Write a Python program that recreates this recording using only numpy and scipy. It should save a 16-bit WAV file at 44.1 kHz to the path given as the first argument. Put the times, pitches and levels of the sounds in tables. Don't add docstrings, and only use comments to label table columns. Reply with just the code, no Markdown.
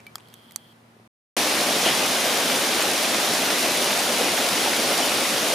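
import sys
import numpy as np
from scipy import signal
from scipy.fft import rfft, irfft
from scipy.io import wavfile
from scipy.ndimage import uniform_filter1d

SR = 44100
rng = np.random.default_rng(int(sys.argv[2]) if len(sys.argv) > 2 else 0)


def elevation(decibels):
    levels = np.asarray(decibels, float)
    return 10 ** (levels / 20)


def log_audio(samples):
    frames = np.atleast_2d(samples).T
    limited = np.clip(frames, -1, 1)
    pcm = np.round(limited * 32767).astype(np.int16)
    wavfile.write(sys.argv[1], SR, pcm)


N = 244314
DOORWAY_END_S, STORM_START_S = 1.0765, 1.3662

# pitch_hz, level_db (per Hz)
YARD_COLOUR = [(25, -49), (60, -22.5), (110, -12.5), (230, -9.5), (400, -14.5), (900, -15), (2000, -20.5),
               (4000, -27.5), (7500, -35), (10000, -33), (15700, -42.5)]
# pitch_hz, likeness (-1 to 1)
YARD_LIKENESS = [(60, 0.91), (180, 0.99), (550, 0.43), (1650, -0.19), (4970, 0.26), (15000, 0.32)]
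YARD_DB, YARD_FADE_DB_PER_S = -52, -4.5

# multiple (of the hum pitch), level_db
HUM_TONES = [(0.999, -60.5), (2, -59.5), (3, -76.5)]
HUM_HZ = 114.6
PANEL_HZ, PANEL_WIDTH_HZ, PANEL_DB = 158, 29, -67.5

DRAUGHT_DB = -68

WHINE_START_S, WHINE_END_S, WHINE_FROM_HZ, WHINE_TO_HZ, WHINE_DB = .17, .45, 510.5, 430, -68

# pitch_hz, width_hz, level_db
BARREL_MODES = [(3235, 330, 0), (4330, 1500, -10), (9500, 2500, -11.5), (12960, 3000, -13)]
ZOOM_START_S, ZOOM_RUN_S, ZOOM_STOP_S, ZOOM_RELEASE_S = .12, .35, .727, .013
ZOOM_CREEP_DB, ZOOM_RUN_DB, ZOOM_SAG_DB = -76, -56.5, -1
ZOOM_STEPS_PER_S, ZOOM_SPEEDUP_PER_S2 = 172, 160

# start_s, crack_db, crack_hz, body_db, pan_db (left minus right)
TICKS = [(.0024, -42, 6000, -44, -2), (0.066, -32, 10500, -42, -10), (.1818, -33, 6000, -46, .6),
         (.1984, -48, 8000, -45, -3), (.2049, -47, 7500, -43, 1.1), (.2565, -54, 8000, -48, 0.1),
         (.2733, -52, 9000, -47, .6), (.2848, -40, 10500, -47, -3), (.3004, -54, 11000, -48, -.6),
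         (.3254, -48, 9000, -52, 3), (.3304, -50, 7000, -49, -2.1), (0.3395, -29, 8450, -38, -4),
         (0.5094, -33, 8900, -47, -7), (.5200, -31, 12000, -49, -7), (.725, -50, 9500, -60, 0.1)]
BODY_SHARE = 0.41
# start_s, peak_db, pan_db (left minus right), bare_db (share of the bare blow)
SNAPS = [
    (0.1556, -15.5, 2.5, -1.5),
    (0.5603, -10, -9, -10),
]
# pitch_hz, width_hz, level_db
SNAP_MODES = [
    [(844, 260, -9), (1380, 920, 1.5), (3300, 330, -2), (5150, 1500, 1), (7200, 2700, -0.5),
     (10500, 4400, -4), (13500, 3800, -3)],
    [(1020, 630, -12.5), (2100, 900, -16.5), (4400, 600, -6), (6470, 1700, -2), (8000, 2300, 0),
     (9900, 2500, -3.5), (13000, 3500, -16)],
]
# start_s, level_db
PINGS = [
    (0, -52),
    (0.0666, -37.5),
]
# pitch_hz, level_db, t60_s
PING_MODES = [(2320, 2.5, 0.071), (3020, -10.5, .045)]
# start_s, level_db, pitch_hz
KNOCKS = [
    (.1825, -45, 1100),
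    (.3304, -55, 1790),
    (.5094, -48, 2100),
    (0.9662, -45, 400),
    (0.999, -44, 380),
]

# pitch_hz, level_db
HAIL_COLOUR = [(25, -47), (54, -31), (168, -8.5), (244, -0.5), (395, -3.5), (560, -0.5), (730, -1.5),
               (900, -5.5), (1350, -8), (3110, -7), (5910, -10.5), (7940, -16.5), (9840, -13.5),
               (15100, -24.5)]
# pitch_hz, level_db (side minus mid)
HAIL_WIDTH = [(40, -21), (90, -22), (200, -18), (380, -21), (700, -14), (1290, -6.5), (2380, -8),
              (4400, -7.5), (8120, -6.5), (15000, -4)]
ROOF_TOP_HZ, SPRAY_FROM_HZ = 900, 4500
STORM_LEAN_DB = 0.27

SURFACE_DB = -28.5, -25.5, -27
SURFACE_GUST_SHARE = 1.7, 0.49, 0.59
SURFACE_EASING_DB_PER_S = -0.12, -.25, -0.04

# start_s (peak), level_db
GUSTS = [
    (1.38, 1.1),
    (1.87, 1.6),
    (4.21, 0.57),
    (4.92, 1.6),
    (5.51, .8),
]
GUST_S = 0.037

# start_s, level_db, pitch_hz
ON_ASPHALT = [
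    (1.818, -22, 5500),
    (2.82, -23, 6000),
    (3.337, -22, 7000),
    (3.989, -21, 6500),
]
ON_ROOF = [
    (1.874, -22, 1300),
    (3.241, -26, 500),
    (4.209, -19, 547),
    (4.66, -19.5, 630),
    (4.905, -22, 600),
    (4.92, -25, 1100),
    (4.99, -19, 680),
]
ON_PANEL = [
    (1.858, -22.5, 3130),
    (1.872, -27, 1990),
    (5.024, -27, 2980),
]
VOLLEY = [
    (1.856, -20.5, 2870),
]
# width (share of pitch), rise_s, t60_s
ASPHALT, ROOF = (1, 0.004, 0.091), (0.7, .007, 0.17)
PANEL, SCATTER = (0.15, .007, 0.35), (1.05, .008, 0.38)


def evened(x):
    return x / np.sqrt(np.mean(x ** 2) + 1e-20)


def read(points, hz):
    f, value = np.transpose(points)
    return np.interp(np.log(hz + 1), np.log(f + 1), value)


def add(mix, start_s, sound):
    part = mix[:, round(start_s * SR):][:, :sound.shape[-1]]
    part += sound[..., :part.shape[1]]


def low_cut(x, hz):
    return signal.sosfilt(signal.butter(2, hz, "high", fs=SR, output="sos"), x)


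def wander(noise, size):
    return evened(uniform_filter1d(uniform_filter1d(noise, size), size))


def left_right(pan_db):
    return elevation(pan_db * np.array([[.5], [-.5]]))


def resonate(x, hz, width):
    r = np.exp(-np.pi * width / SR)
    return 2 * signal.lfilter([1 - r], [1, -r * np.exp(2j * np.pi * hz / SR)], x).real


def steep(x, hz, width):
    return resonate(resonate(x, hz, width), hz, width)


def yard():
    hz, _, (left, other) = signal.stft(rng.standard_normal((2, N)), SR, nperseg=1024)
    same = np.clip(read(YARD_LIKENESS, hz), -1, 1)[:, None]
    right = same * left + np.sqrt(1 - same ** 2) * other
    z = np.array([left, right]) * elevation(read(YARD_COLOUR, hz))[:, None]
    air = evened(signal.istft(z, SR, nperseg=1024)[1][:, :N])
    return air * elevation(YARD_DB + YARD_FADE_DB_PER_S * np.arange(N) / SR)


def hum():
    drift, *swells = (wander(noise, 2500) for noise in rng.standard_normal((4, N)))
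    turns = np.cumsum(HUM_HZ * (1 + 0.0077 * drift)) / SR
    tones = 0
    for (multiple, db), swell in zip(HUM_TONES, swells):
        tones = tones + elevation(db + 0.5 + 1.8 * swell) * np.sin(2 * np.pi * multiple * turns)
    panel = evened(steep(rng.standard_normal(N), PANEL_HZ, PANEL_WIDTH_HZ))
    return tones + elevation(PANEL_DB) * panel


def draught():
    lumps = wander(rng.standard_normal((2, N)), 1500)
    rumble = evened(steep(rng.standard_normal((2, N)), 96, 50))
    return elevation(DRAUGHT_DB + 4.1 * lumps) * rumble


def whine():
    t = np.arange(N) / SR
    passed = np.clip((t - WHINE_START_S) / (WHINE_END_S - WHINE_START_S), 0, 1)
    flutter = evened(uniform_filter1d(rng.standard_normal(N), 900))
    turns = np.cumsum(WHINE_FROM_HZ + (WHINE_TO_HZ - WHINE_FROM_HZ) * passed) / SR
    return elevation(WHINE_DB + 2.5 * flutter) * np.sin(np.pi * passed) * np.sin(2 * np.pi * turns)


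def zoom_motor():
    t = np.arange(N) / SR
    rate = ZOOM_STEPS_PER_S + ZOOM_SPEEDUP_PER_S2 * np.maximum(t - ZOOM_RUN_S, 0)
    jitter = .45 * uniform_filter1d(rng.standard_normal(N), 300)
    turns = np.cumsum(rate * (1 + jitter)) / SR
    clicks = np.diff(np.floor(turns), prepend=0) * elevation(1.4 * rng.standard_normal(N))
    puffs = (.25 + np.exp(-(turns % 1) / .3)) * rng.standard_normal((2, N))

    (hz, width, _), *whirr = BARREL_MODES
    ring = evened(steep(evened(clicks) + .3 * evened(puffs), hz, width))
    for hz, width, db in whirr:
        ring += elevation(db) * evened(steep(puffs, hz, width))

    level_db = np.interp(t, (ZOOM_START_S, ZOOM_RUN_S, ZOOM_STOP_S),
                         (ZOOM_CREEP_DB, ZOOM_RUN_DB, ZOOM_RUN_DB + ZOOM_SAG_DB))
    release = np.clip(1 - (t - ZOOM_STOP_S) / ZOOM_RELEASE_S, 0, 1) ** 2
    return elevation(level_db) * ring * (t > ZOOM_START_S) * release


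def crack(length, pan_db, rise, t60):
    noise = rng.standard_normal((3, length))
    t = np.arange(length) / SR
    fall = elevation(-60 * t / t60) + 0.051 * elevation(-60 * t / 0.042)
    spikes = (noise[0] + 0.5 * noise[1:]) * abs(noise[0])
    return spikes * (1 - np.exp(-t / rise)) ** 2 * fall * left_right(pan_db)


def case_ticks():
    out = np.zeros((2, N))
    for start_s, crack_db, crack_hz, body_db, pan_db in TICKS:
        blow = crack(800, pan_db, rise=.0005, t60=.0075)
        body_hz = BODY_SHARE * crack_hz
        for db, hz, width in (crack_db, crack_hz, 0.91 * crack_hz), (body_db, body_hz, 0.39 * body_hz):
            ring = steep(blow, hz, width)
            add(out, start_s, elevation(db) * ring / abs(ring).max())
    return out


def lever_snaps():
    out = np.zeros((2, N))
    for (start_s, peak_db, pan_db, bare_db), modes in zip(SNAPS, SNAP_MODES):
        blow = crack(1200, pan_db, rise=.0003, t60=.006)
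        blow[:, 12] += 5.0 * left_right(pan_db)[:, 0]
        blow = low_cut(blow, 600)
        ring = elevation(bare_db) * evened(resonate(blow, 5000, 9000))
        for hz, width, db in modes:
            ring += elevation(db) * evened(steep(blow, hz, width))
        add(out, start_s, elevation(peak_db + 5) * ring / abs(ring).max())
    return out


def pings_and_knocks():
    out, t = np.zeros((2, N)), np.arange(4000) / SR
    for start_s, level_db in PINGS:
        for hz, db, t60 in PING_MODES:
            add(out, start_s, elevation(level_db + db - 60 * t / t60) * np.sin(2 * np.pi * hz * t))
    for start_s, db, hz in KNOCKS:
        fall = elevation(db + 7 - 60 * t / .011)
        add(out, start_s, fall * np.cos(2 * np.pi * hz * t) * (1 - np.exp(-t / .0002)))
    return out


def ringing_stones(per_s, t60, level_db):
    t, out = np.arange(4096) / SR, np.zeros((2, N))
    for hz in np.geomspace(240, 4000, num=48) * rng.uniform(.97, 1.03, size=48):
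        when, luck = rng.random((2, round(per_s * N / SR)))
        size = elevation(2.0 * np.minimum(-np.log(luck), 3))
        strikes = np.bincount((when * N).astype(int), size, N)
        fall = elevation(-60 * t / t60 * (hz / 1000) ** 0.2)
        note = np.sin(2 * np.pi * hz * t) * fall * (1 - np.exp(-t / 0.0013))
        ring = evened(signal.oaconvolve(strikes, note)[:N])
        ring *= elevation(read(HAIL_COLOUR, hz)) * np.sqrt(hz)
        out += ring * elevation(rng.uniform(-2.2, 2.4) * np.array([[1], [-1]]))
    return elevation(level_db) * evened(out)


def big_stones():
    out, t = np.zeros((2, N)), np.arange(SR // 4) / SR
    struck = (ON_ASPHALT, ASPHALT), (ON_ROOF, ROOF), (ON_PANEL, PANEL), (VOLLEY, SCATTER)
    for hits, (share, rise, t60) in struck:
        for start_s, db, hz in hits:
            mid, side = rng.standard_normal((2, len(t)))
            burst = steep(np.array([mid + 0.27 * side, mid - 0.24 * side]), hz, share * hz)
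            swell = elevation(db - 60 * t / t60) * (1 - np.exp(-t / rise))
            add(out, start_s - rise, swell * evened(burst))
    return low_cut(out, 220)


def gusts_db(t):
    return sum(db * np.exp(-((t - s) / GUST_S) ** 2) for s, db in GUSTS)


def stones_falling(per_s, spread_db, tail_s):
    size = elevation(spread_db * np.minimum(rng.exponential(1, N), 6))
    falls = rng.random(N) < per_s / SR
    clicks = size * falls * rng.choice([-1., 1.], N)
    t = np.arange(2048) / SR
    tail = rng.choice([-1., 1.], len(t)) * elevation(-60 * t / tail_s)
    tail = irfft(np.exp(1j * np.angle(rfft(tail, 4096))))
    return evened(signal.oaconvolve(clicks, tail)[:N])


def hail():
    t = np.arange(N) / SR
    gust = gusts_db(t)
    near_stones = [elevation(-9.) * stones_falling(per_s=260., spread_db=4.0, tail_s=0.029),
                   elevation(-6.) * stones_falling(per_s=700., spread_db=3.5, tail_s=0.019),
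                   elevation(-4.) * stones_falling(per_s=1100., spread_db=3.0, tail_s=0.0078)]
    patchy_db = [1.2, .8, .6]
    out = 0
    for k in range(3):
        wash = evened(rng.standard_normal(N) + near_stones[k])
        hz, _, z = signal.stft([wash, rng.standard_normal(N)], SR, nperseg=1024, noverlap=768)
        roof = 1 / (1 + (hz / ROOF_TOP_HZ) ** 6)
        below_spray = 1 / (1 + (hz / SPRAY_FROM_HZ) ** 6)
        share = [roof, below_spray - roof, 1 - below_spray][k]
        patches = uniform_filter1d(rng.standard_normal(z.shape[1:]), 12, 0)
        patches = evened(uniform_filter1d(patches, 8, 1))
        z *= elevation(read(HAIL_COLOUR, hz)[:, None] + patchy_db[k] * patches)
        z *= np.sqrt(abs(share))[:, None]
        z[1] *= elevation(read(HAIL_WIDTH, hz))[:, None]
        mid, side = signal.istft(z, SR, nperseg=1024, noverlap=768)[1][:, :N]
        easing_db = SURFACE_EASING_DB_PER_S[k] * (t - STORM_START_S)
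        level = elevation(SURFACE_DB[k] + easing_db + SURFACE_GUST_SHARE[k] * gust) / mid.std()
        out = out + level * np.array([mid + side, mid - side])
    return out


def scene():
    handling = case_ticks() + lever_snaps() + pings_and_knocks()
    doorway = yard() + hum() + whine() + zoom_motor() + handling
    storm = draught() + ringing_stones(per_s=12., t60=0.11, level_db=-33.) + big_stones() + hail()
    storm *= left_right(STORM_LEAN_DB)
    middle_of_gap_s = (DOORWAY_END_S + STORM_START_S) / 2
    return np.where(np.arange(N) / SR < middle_of_gap_s, doorway, storm)


def roll_off(x):
    return signal.sosfilt(signal.butter(12, 16290, fs=SR, output="sos"), x)


def record(dry):
    x = low_cut(dry, 60)
    below, whole = (signal.oaconvolve(x, signal.firwin(1023, hz, window=("kaiser", 9), fs=SR)[None], "same")
                    for hz in (15170, 15500))
    open_blocks = rng.random(N // 2048 + 1) < .36
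    top_open = uniform_filter1d(1. * np.repeat(open_blocks, 2048)[:N], size=512)
    x = below + top_open * (whole - below)
    t = np.arange(N) / SR
    fade_in = np.clip((t - STORM_START_S) / .0005, 0, 1)
    return roll_off(x * ((t < DOORWAY_END_S) + fade_in))


dry = scene()
out = record(dry)
log_audio(out)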